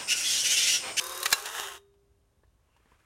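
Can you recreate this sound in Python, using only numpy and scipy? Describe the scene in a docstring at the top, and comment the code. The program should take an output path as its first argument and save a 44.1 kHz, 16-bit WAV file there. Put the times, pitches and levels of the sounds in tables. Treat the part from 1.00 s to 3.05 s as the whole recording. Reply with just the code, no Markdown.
"""An instant camera ejects a print, heard close in a quiet small room: gear tones whine, teeth rattle, a pawl ticks.
Latches clack as bursts of noise with short modes, and the light shield snaps back in a run of noisy slaps.
The unloaded gears race, then run down, and a spring's few sine modes ring on alone.
Last, fingers tap and slide on the case as shaped noise, with one faint squeak of skin on plastic."""
import sys
import numpy as np
from scipy import signal
from scipy.fft import rfft, irfft, next_fast_len
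from scipy.io import wavfile
from scipy.ndimage import map_coordinates

SR = 44100
rng = np.random.default_rng(int(sys.argv[2]) if len(sys.argv) > 2 else 0)


def bounce(signal):
    """Save signal as a 16-bit WAV file at the path given by the first command-line argument."""
    frames = np.transpose(np.atleast_2d(signal))
    limited = np.clip(frames, -1, 1)
    pcm = np.round(limited * 32767).astype(np.int16)
    wavfile.write(sys.argv[1], SR, pcm)


N = 90404

# The motor's speed through the ejection. Each row: time in seconds, shaft tone in Hz.
MOTOR_SPEED = [(0, 346), (.065, 360), (.18, 362), (.23, 372), (.3, 400), (.35, 420), (.47, 420), (.52, 450),
               (.595, 482), (.645, 390), (.78, 355)]


def amp(db):
    """Decibels to gain."""
    return 10 ** (np.asarray(db) / 20)


def unit(x):
    """Scale to rms 1."""
    return x / np.sqrt(np.mean(x ** 2) + 1e-20)


def curve(rows):
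    """Join (seconds, value) points by straight lines, one value per sample."""
    return np.interp(np.arange(N) / SR, *np.transpose(rows))


def colour(points, hz):
    """Gain at each frequency from (Hz, dB) points on a log axis."""
    f, db = np.transpose(points)
    return amp(np.interp(np.log(hz + 1), np.log(f + 1), db))


def wobble(rate):
    """A smooth random curve with rate knots a second."""
    knots = rng.standard_normal(N // 8)
    return map_coordinates(knots, [np.arange(N) * rate / SR + 2], mode="wrap")


def filtered(x, response):
    """Multiply the spectrum of x by a response of frequency in Hz."""
    m = next_fast_len(N + SR // 2)
    return irfft(rfft(x, m) * response(np.fft.rfftfreq(m, 1 / SR)), m)[:N]


def noise(points):
    """Coloured noise of rms 1."""
    return unit(filtered(rng.standard_normal(N), lambda hz: colour(points, hz)))


def decay(s, t60, rise):
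    """An envelope that starts at s and falls 60 dB in each t60, all in seconds."""
    t = np.maximum(np.arange(N) / SR - s, 0)
    return amp(-60 * t / t60) * (1 - np.exp(-t / rise))


def ring(modes, s, damping, rise=0.00011):
    """Modes (Hz, width in Hz, relative dB) struck at s; the wider a mode, the sooner it dies."""
    t = np.arange(SR // 8) / SR
    out = np.zeros(N + SR)
    start = round(s * SR)
    size = np.linalg.norm([amp(db) for _, _, db in modes])
    for hz, width, db in modes:
        fade = np.exp(-np.pi * width * damping * t)
        tone = np.sin(2 * np.pi * (hz * t + rng.random()))
        out[start:][:len(t)] += amp(db) / size * fade * tone
    return out[:N] * decay(s, 10, rise)


def gear_tones():
    """Each gear pair sings unsteadily at its own multiple of the shaft speed."""
    # The whine of the gear train.
    # Each row: multiple of the shaft tone, level in dB under load, level in dB running free.
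    gear_pairs = [(1, -56, -54), (1.46, -48, -57), (1.92, -66, -51), (2.02, -58, -60), (2.87, -48, -53),
                  (3.25, -53, -55), (3.53, -54, -55), (10.46, -48, -60), (13.9, -55, -62), (17.3, -53, -63)]
    flutter, rough_db, waver_db = .008, 2.5, 2.8  # flutter is a share of the speed
    release_s, release_length_s = .29, .1  # the load eases around this moment
    stop_s, stop_fade_s = .794, .14  # the gears come to rest
    t, speed = np.arange(N) / SR, curve(MOTOR_SPEED)
    free = np.clip((t - release_s) / release_length_s + .5, 0, 1)
    out = np.zeros(N)
    for multiple, loaded_db, free_db in gear_pairs:
        turns = np.cumsum(multiple * speed * (1 + flutter * wobble(160))) / SR
        steady_db = loaded_db + free * (free_db - loaded_db)
        level_db = steady_db + rough_db * wobble(130) + waver_db * np.tanh(wobble(35))
        out += amp(level_db) * np.sin(2 * np.pi * turns)
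    return out * np.clip((stop_s - t) / stop_fade_s, 0, 1)


def gear_rattle(level, points, tooth_db, rough_db, knocks=0):
    """Teeth scrape inside the plastic case; a share of the scraping repeats with each turn of a slower wheel."""
    wheel_ratio = .204  # wheel turns per shaft cycle
    repeating_share = .25  # of the scraping's power
    speed = curve(MOTOR_SPEED)
    turns = np.cumsum(speed) / SR
    flaws = rng.standard_normal(round(SR / (wheel_ratio * speed.max())))
    place = wheel_ratio * turns * len(flaws) % len(flaws)
    repeating = unit(map_coordinates(flaws, [place], mode="grid-wrap"))
    fresh = rng.standard_normal(N)
    grit = np.sqrt(repeating_share) * repeating + np.sqrt(1 - repeating_share) * fresh
    # the scraping swells once per shaft cycle and roughens at random
    scrape = unit(grit * amp(tooth_db * np.cos(2 * np.pi * turns) + rough_db * wobble(350)))
    in_case = filtered(scrape + knocks, lambda hz: colour(points, hz) * case(hz))
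    return amp(curve(level)) * unit(in_case)


def loaded_rattle():
    """Under the load of the rollers the teeth scrape with a marked swell per shaft cycle."""
    # Rattle while driving the rollers. Each row: time in seconds, level in dB.
    loaded_level = [(0, -40.5), (.2, -40.5), (.3, -39), (.37, -38), (.43, -44), (.52, -50.5), (.6, -84)]
    # Its spectrum. Each row: frequency in Hz, relative density in dB.
    loaded_colour = [(150, -23.5), (290, -24.5), (380, 0.5), (500, -5.5), (700, -12.5), (900, -7.5),
                     (1150, 0), (1400, -6), (1560, 0), (2060, -11), (2800, -7.5), (3200, -11), (3750, -6.5),
                     (4300, -11), (5100, -9.5), (6200, -8.5), (8300, -10.5), (9300, -6.5), (10400, -13),
                     (13400, -14), (16000, -30)]
    return gear_rattle(loaded_level, loaded_colour, tooth_db=3.0, rough_db=0.7)


def free_rattle():
    """With the load gone the gears race and run down, loose teeth knocking among the scraping."""
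    # Rattle while running free. Each row: time in seconds, level in dB.
    free_level = [(.4, -63), (.46, -37.5), (.51, -41.5), (.56, -34), (.61, -34.5), (.68, -40), (.72, -43.5),
                  (.768, -46.5), (.79, -62), (.83, -90)]
    # Its spectrum. Each row: frequency in Hz, relative density in dB.
    free_colour = [(150, -29), (290, -19), (400, -9), (540, -13.5), (700, -6.5), (900, -2.5), (1150, -4),
                   (1870, -0.5), (2220, -12), (2870, -3.5), (3770, -6), (4100, -13.5), (4760, -14.5),
                   (5150, -11), (6770, -8), (8400, -12), (10800, -13), (16000, -22)]
    return gear_rattle(free_level, free_colour, tooth_db=-0.5, rough_db=0.5, knocks=loose_teeth())


def loose_teeth(t60=.005):
    """Loose teeth give tiny knocks of decaying noise at random moments."""
    knocks_per_s, knock_db = 190, -4  # level against the scraping
    hits = (rng.random(N) < knocks_per_s / SR) * rng.uniform(-1, 1, N)
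    t = np.arange(SR // 50) / SR
    envelope = signal.fftconvolve(hits, amp(-60 * t / t60))[:N]
    return amp(knock_db) * unit(envelope * rng.standard_normal(N))


def case(hz):
    """The hollow case lifts the sound around each of its resonances."""
    # Resonances of the case. Each row: centre in Hz, width in Hz, lift in dB.
    resonances = [(897, 42, 6.5), (1007, 14, 2.5), (1083.6, 26, 7.5), (1278, 45, 2.5), (1526, 19, 4),
                  (1720, 61, 0.5), (1940, 33, 3), (2809, 70, 4.5), (3130, 90, 3), (3700, 27, 5),
                  (6450, 140, 2)]
    return amp(sum(db / (1 + (2 * (hz - centre) / width) ** 2) for centre, width, db in resonances))


def pawl(t60=.025):
    """A light, bright tick for each tooth that the pawl rides over."""
    # Ticks of the pawl. Each row: start in seconds, level in dB.
    ticks = [(.012, -33.5), (.04, -31), (.0673, -31), (.0943, -34), (.1217, -34), (.1485, -33.5),
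             (.1755, -30.5), (.2022, -32), (.2538, -29), (.279, -36), (.3043, -28.5), (.3985, -36),
             (.424, -36.5)]
    # Their spectrum. Each row: frequency in Hz, relative level in dB.
    tick_colour = [(500, -23), (3000, -7), (6500, -0.5), (8300, -8), (9300, 4.5), (10300, -6), (13000, 0),
                   (16000, -17)]
    return noise(tick_colour) * sum(amp(db) * decay(s, t60, rise=.0002) for s, db in ticks)


def latches(ring_db=-3, damping=1.25):
    """Plastic levers drop against their stops: a crack and a short ring, each tilted in its own way."""
    # Latch clacks. Each row: start in seconds, level in dB, crack's T60 in seconds, tilt in dB per octave.
    clacks = [(.2285, -30, .02, 4), (.2299, -23, .03, 5), (.2576, -16.5, .028, 0.5),
              (.2628, -21, .025, 1.5), (.4575, -32.5, .035, 4), (.4715, -36, .04, -2)]
    # Spectrum of the crack before the tilt. 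Each row: frequency in Hz, relative level in dB.
    latch_colour = [(150, -26), (420, -10), (850, -12), (1200, 3.5), (1900, -1), (2150, -9.5), (2650, -3.5),
                    (3150, -5), (3800, -5), (4700, -5.5), (5150, -8), (5700, -5.5), (12700, -16.5),
                    (16000, -26)]
    # Modes of the levers. Each row: frequency in Hz, width in Hz before damping, relative dB before the tilt.
    latch_modes = [(1900, 50, 0), (2340, 36, -2), (2640, 44, -1), (3500, 150, -5), (3750, 52, -3),
                   (3900, 46, -1), (4210, 39, -7), (4740, 55, -4)]
    out = np.zeros(N)
    for s, db, t60, tilt_db in clacks:
        crack = noise([(hz, level + tilt_db * np.log2(hz + 1)) for hz, level in latch_colour])
        modes = [(hz, width, level + tilt_db * np.log2(hz)) for hz, width, level in latch_modes]
        ringing = amp(ring_db) * ring(modes, s, damping)
        out += amp(db) * (crack * decay(s, t60, rise=.0001) + ringing)
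    return out


def shield():
    """The light shield springs back in a quick run of slaps; as it hits home the case rings."""
    # Slaps of the shield. Each row: start in seconds, level in dB, T60 in seconds.
    snaps = [(.3135, -34, .06), (.3163, -27, .06), (.3246, -23, .03), (.3262, -21, .02), (.3274, -11, .016),
             (.3298, -14.5, .022), (.336, -33, .08)]
    # Their spectrum. Each row: frequency in Hz, relative level in dB.
    shield_colour = [(20, -56), (70, -27), (150, -27), (280, -21.5), (400, -7), (520, -12.5), (750, -6.5),
                     (1200, -5), (1660, -3), (1950, -12.5), (2300, -0.5), (2900, -10.5), (3500, -1),
                     (4500, -5), (5800, -5), (7000, -6.5), (10000, -10.5), (13000, -10), (16000, -21.5)]
    # Ringing of the case when struck. Each row: frequency in Hz, width in Hz before damping, relative dB.
    struck_modes = [(1110, 50, -10), (1660, 86, 0), (2120, 82, -7), (2750, 30, -10), (3450, 110, -3),
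                    (4020, 52, -1), (4440, 180, -3), (5070, 85, -9), (5280, 76, -4), (5750, 110, -11),
                    (6710, 61, -6), (7310, 52, -8), (8040, 140, -7), (8870, 57, -9)]
    home_s, home_db, home_rise_s = .3277, -5, .002
    slaps = sum(amp(db) * noise(shield_colour) * decay(s, t60, rise=.0002) for s, db, t60 in snaps)
    return slaps + amp(home_db) * ring(struck_modes, home_s, 0.9, home_rise_s)


def spring():
    """A spring, shaken as the slowing motor passes its pitch, rings on alone in decaying sine modes."""
    # Modes of the spring. Each row: frequency in Hz, level in dB, T60 in seconds.
    spring_modes = [(400, -50, 1.38), (1080, -55, 0.35), (1230, -53, 0.48), (2620, -62, 0.3),
                    (3720, -47, 0.44)]
    start_s, rise_s = 0.61, 0.0049
    t = np.arange(N) / SR
    out = np.zeros(N)
    for hz, db, t60 in spring_modes:
        out += amp(db) * decay(start_s, t60, rise_s) * np.sin(2 * np.pi * hz * t)
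    return out


def hands(t60=.055):
    """Fingers tap the case, each a dull body with a click, and slide on it with a wavering hiss."""
    # Finger taps. Each row: start in seconds, body level in dB, click level in dB.
    finger_taps = [(.939, -71, -74), (1.039, -90, -85), (1.104, -79, -88.5), (1.434, -58.5, -83.5),
                   (1.479, -78, -78.5), (1.595, -69, -86), (1.687, -67, -84), (1.764, -60, -66.5),
                   (1.8, -63.5, -83), (1.856, -57, -75), (1.918, -56, -78)]
    # Spectra of the body and of the click. Each row: frequency in Hz, relative level in dB.
    body_colour = [(80, -2), (400, 10.5), (680, -4), (1000, 12), (1350, -8), (1750, 2.5), (2600, -27),
                   (8000, -46)]
    click_colour = [(500, -20), (3000, 12), (6000, 4), (15000, -6)]
    # Hands sliding. Each row: time in seconds, level in dB.
    rub_level = [(1.55, -90), (1.7, -79.5), (1.85, -72.5), (1.93, -68.5), (2.05, -72.5)]
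    # Spectrum of the sliding. Each row: frequency in Hz, relative level in dB.
    rub_colour = [(100, -15), (200, -12.5), (300, -12.5), (420, -5.5), (720, -12.5), (1050, -2), (1840, -7),
                  (2400, -7), (3100, -12), (4200, -18), (9750, -20.5), (16000, -33)]
    body, click = noise(body_colour), noise(click_colour)
    taps = np.zeros(N)
    for s, body_db, click_db in finger_taps:
        taps += decay(s, t60, rise=.0008) * (amp(body_db) * body + amp(click_db) * click)
    return taps + amp(curve(rub_level) + 1.2 * wobble(50)) * noise(rub_colour)


def squeak():
    """Skin dragging on plastic squeaks faintly: a narrow band of noise that swells and fades."""
    centre_s, spread_s, level_db = 1.74, .04, -77
    pitch_hz, width_hz = 2730, 140
    swell = np.exp(-.5 * ((np.arange(N) / SR - centre_s) / spread_s) ** 2)
    band = filtered(rng.standard_normal(N), lambda hz: 1 / (1 + ((hz - pitch_hz) / width_hz) ** 2))
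    return amp(level_db) * swell * unit(band)


def room(x):
    """A short tail from the walls; its warm middle range lasts longest."""
    bright_colour = [(200, -2), (2000, -5), (5000, -2), (16000, -1.5)]  # (Hz, dB)
    warm_colour = [(200, -8), (600, 2.5), (1200, -5), (3000, -16), (16000, -40)]  # (Hz, dB)
    bright = noise(bright_colour) * decay(0.001, t60=.3, rise=.003)
    warm = noise(warm_colour) * decay(0.0047, t60=.34, rise=.0087)
    tail = bright + amp(-10.5) * warm
    return signal.fftconvolve(x, tail / np.linalg.norm(tail))[:N]


def background():
    """The quiet room's steady floor is noise, strongest in the bass."""
    # Spectrum of the floor. Each row: frequency in Hz, relative level in dB.
    floor_colour = [(20, -18.5), (35, -4), (55, 5), (110, -1.5), (190, -14), (270, -14.5), (400, -19),
                    (600, -18), (1190, -27), (1570, -32.5), (7100, -36), (9700, -36.5), (16000, -44.5)]
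    return amp(-68) * noise(floor_colour)


def scene():
    """The camera and the hands close by, with the room's weak tail and floor behind them."""
    gears = gear_tones() + loaded_rattle() + free_rattle()
    camera = gears + pawl() + latches() + shield() + spring()
    near = camera + hands() + squeak()
    room_db = -21
    return (near + amp(room_db) * room(near) + background())[None]


def record(dry):
    """The microphone channel keeps nothing at or above its band limit."""
    top_hz = 15800
    return filtered(dry[0], lambda hz: hz < top_hz)[None]


dry = scene()
out = record(dry)
bounce(out)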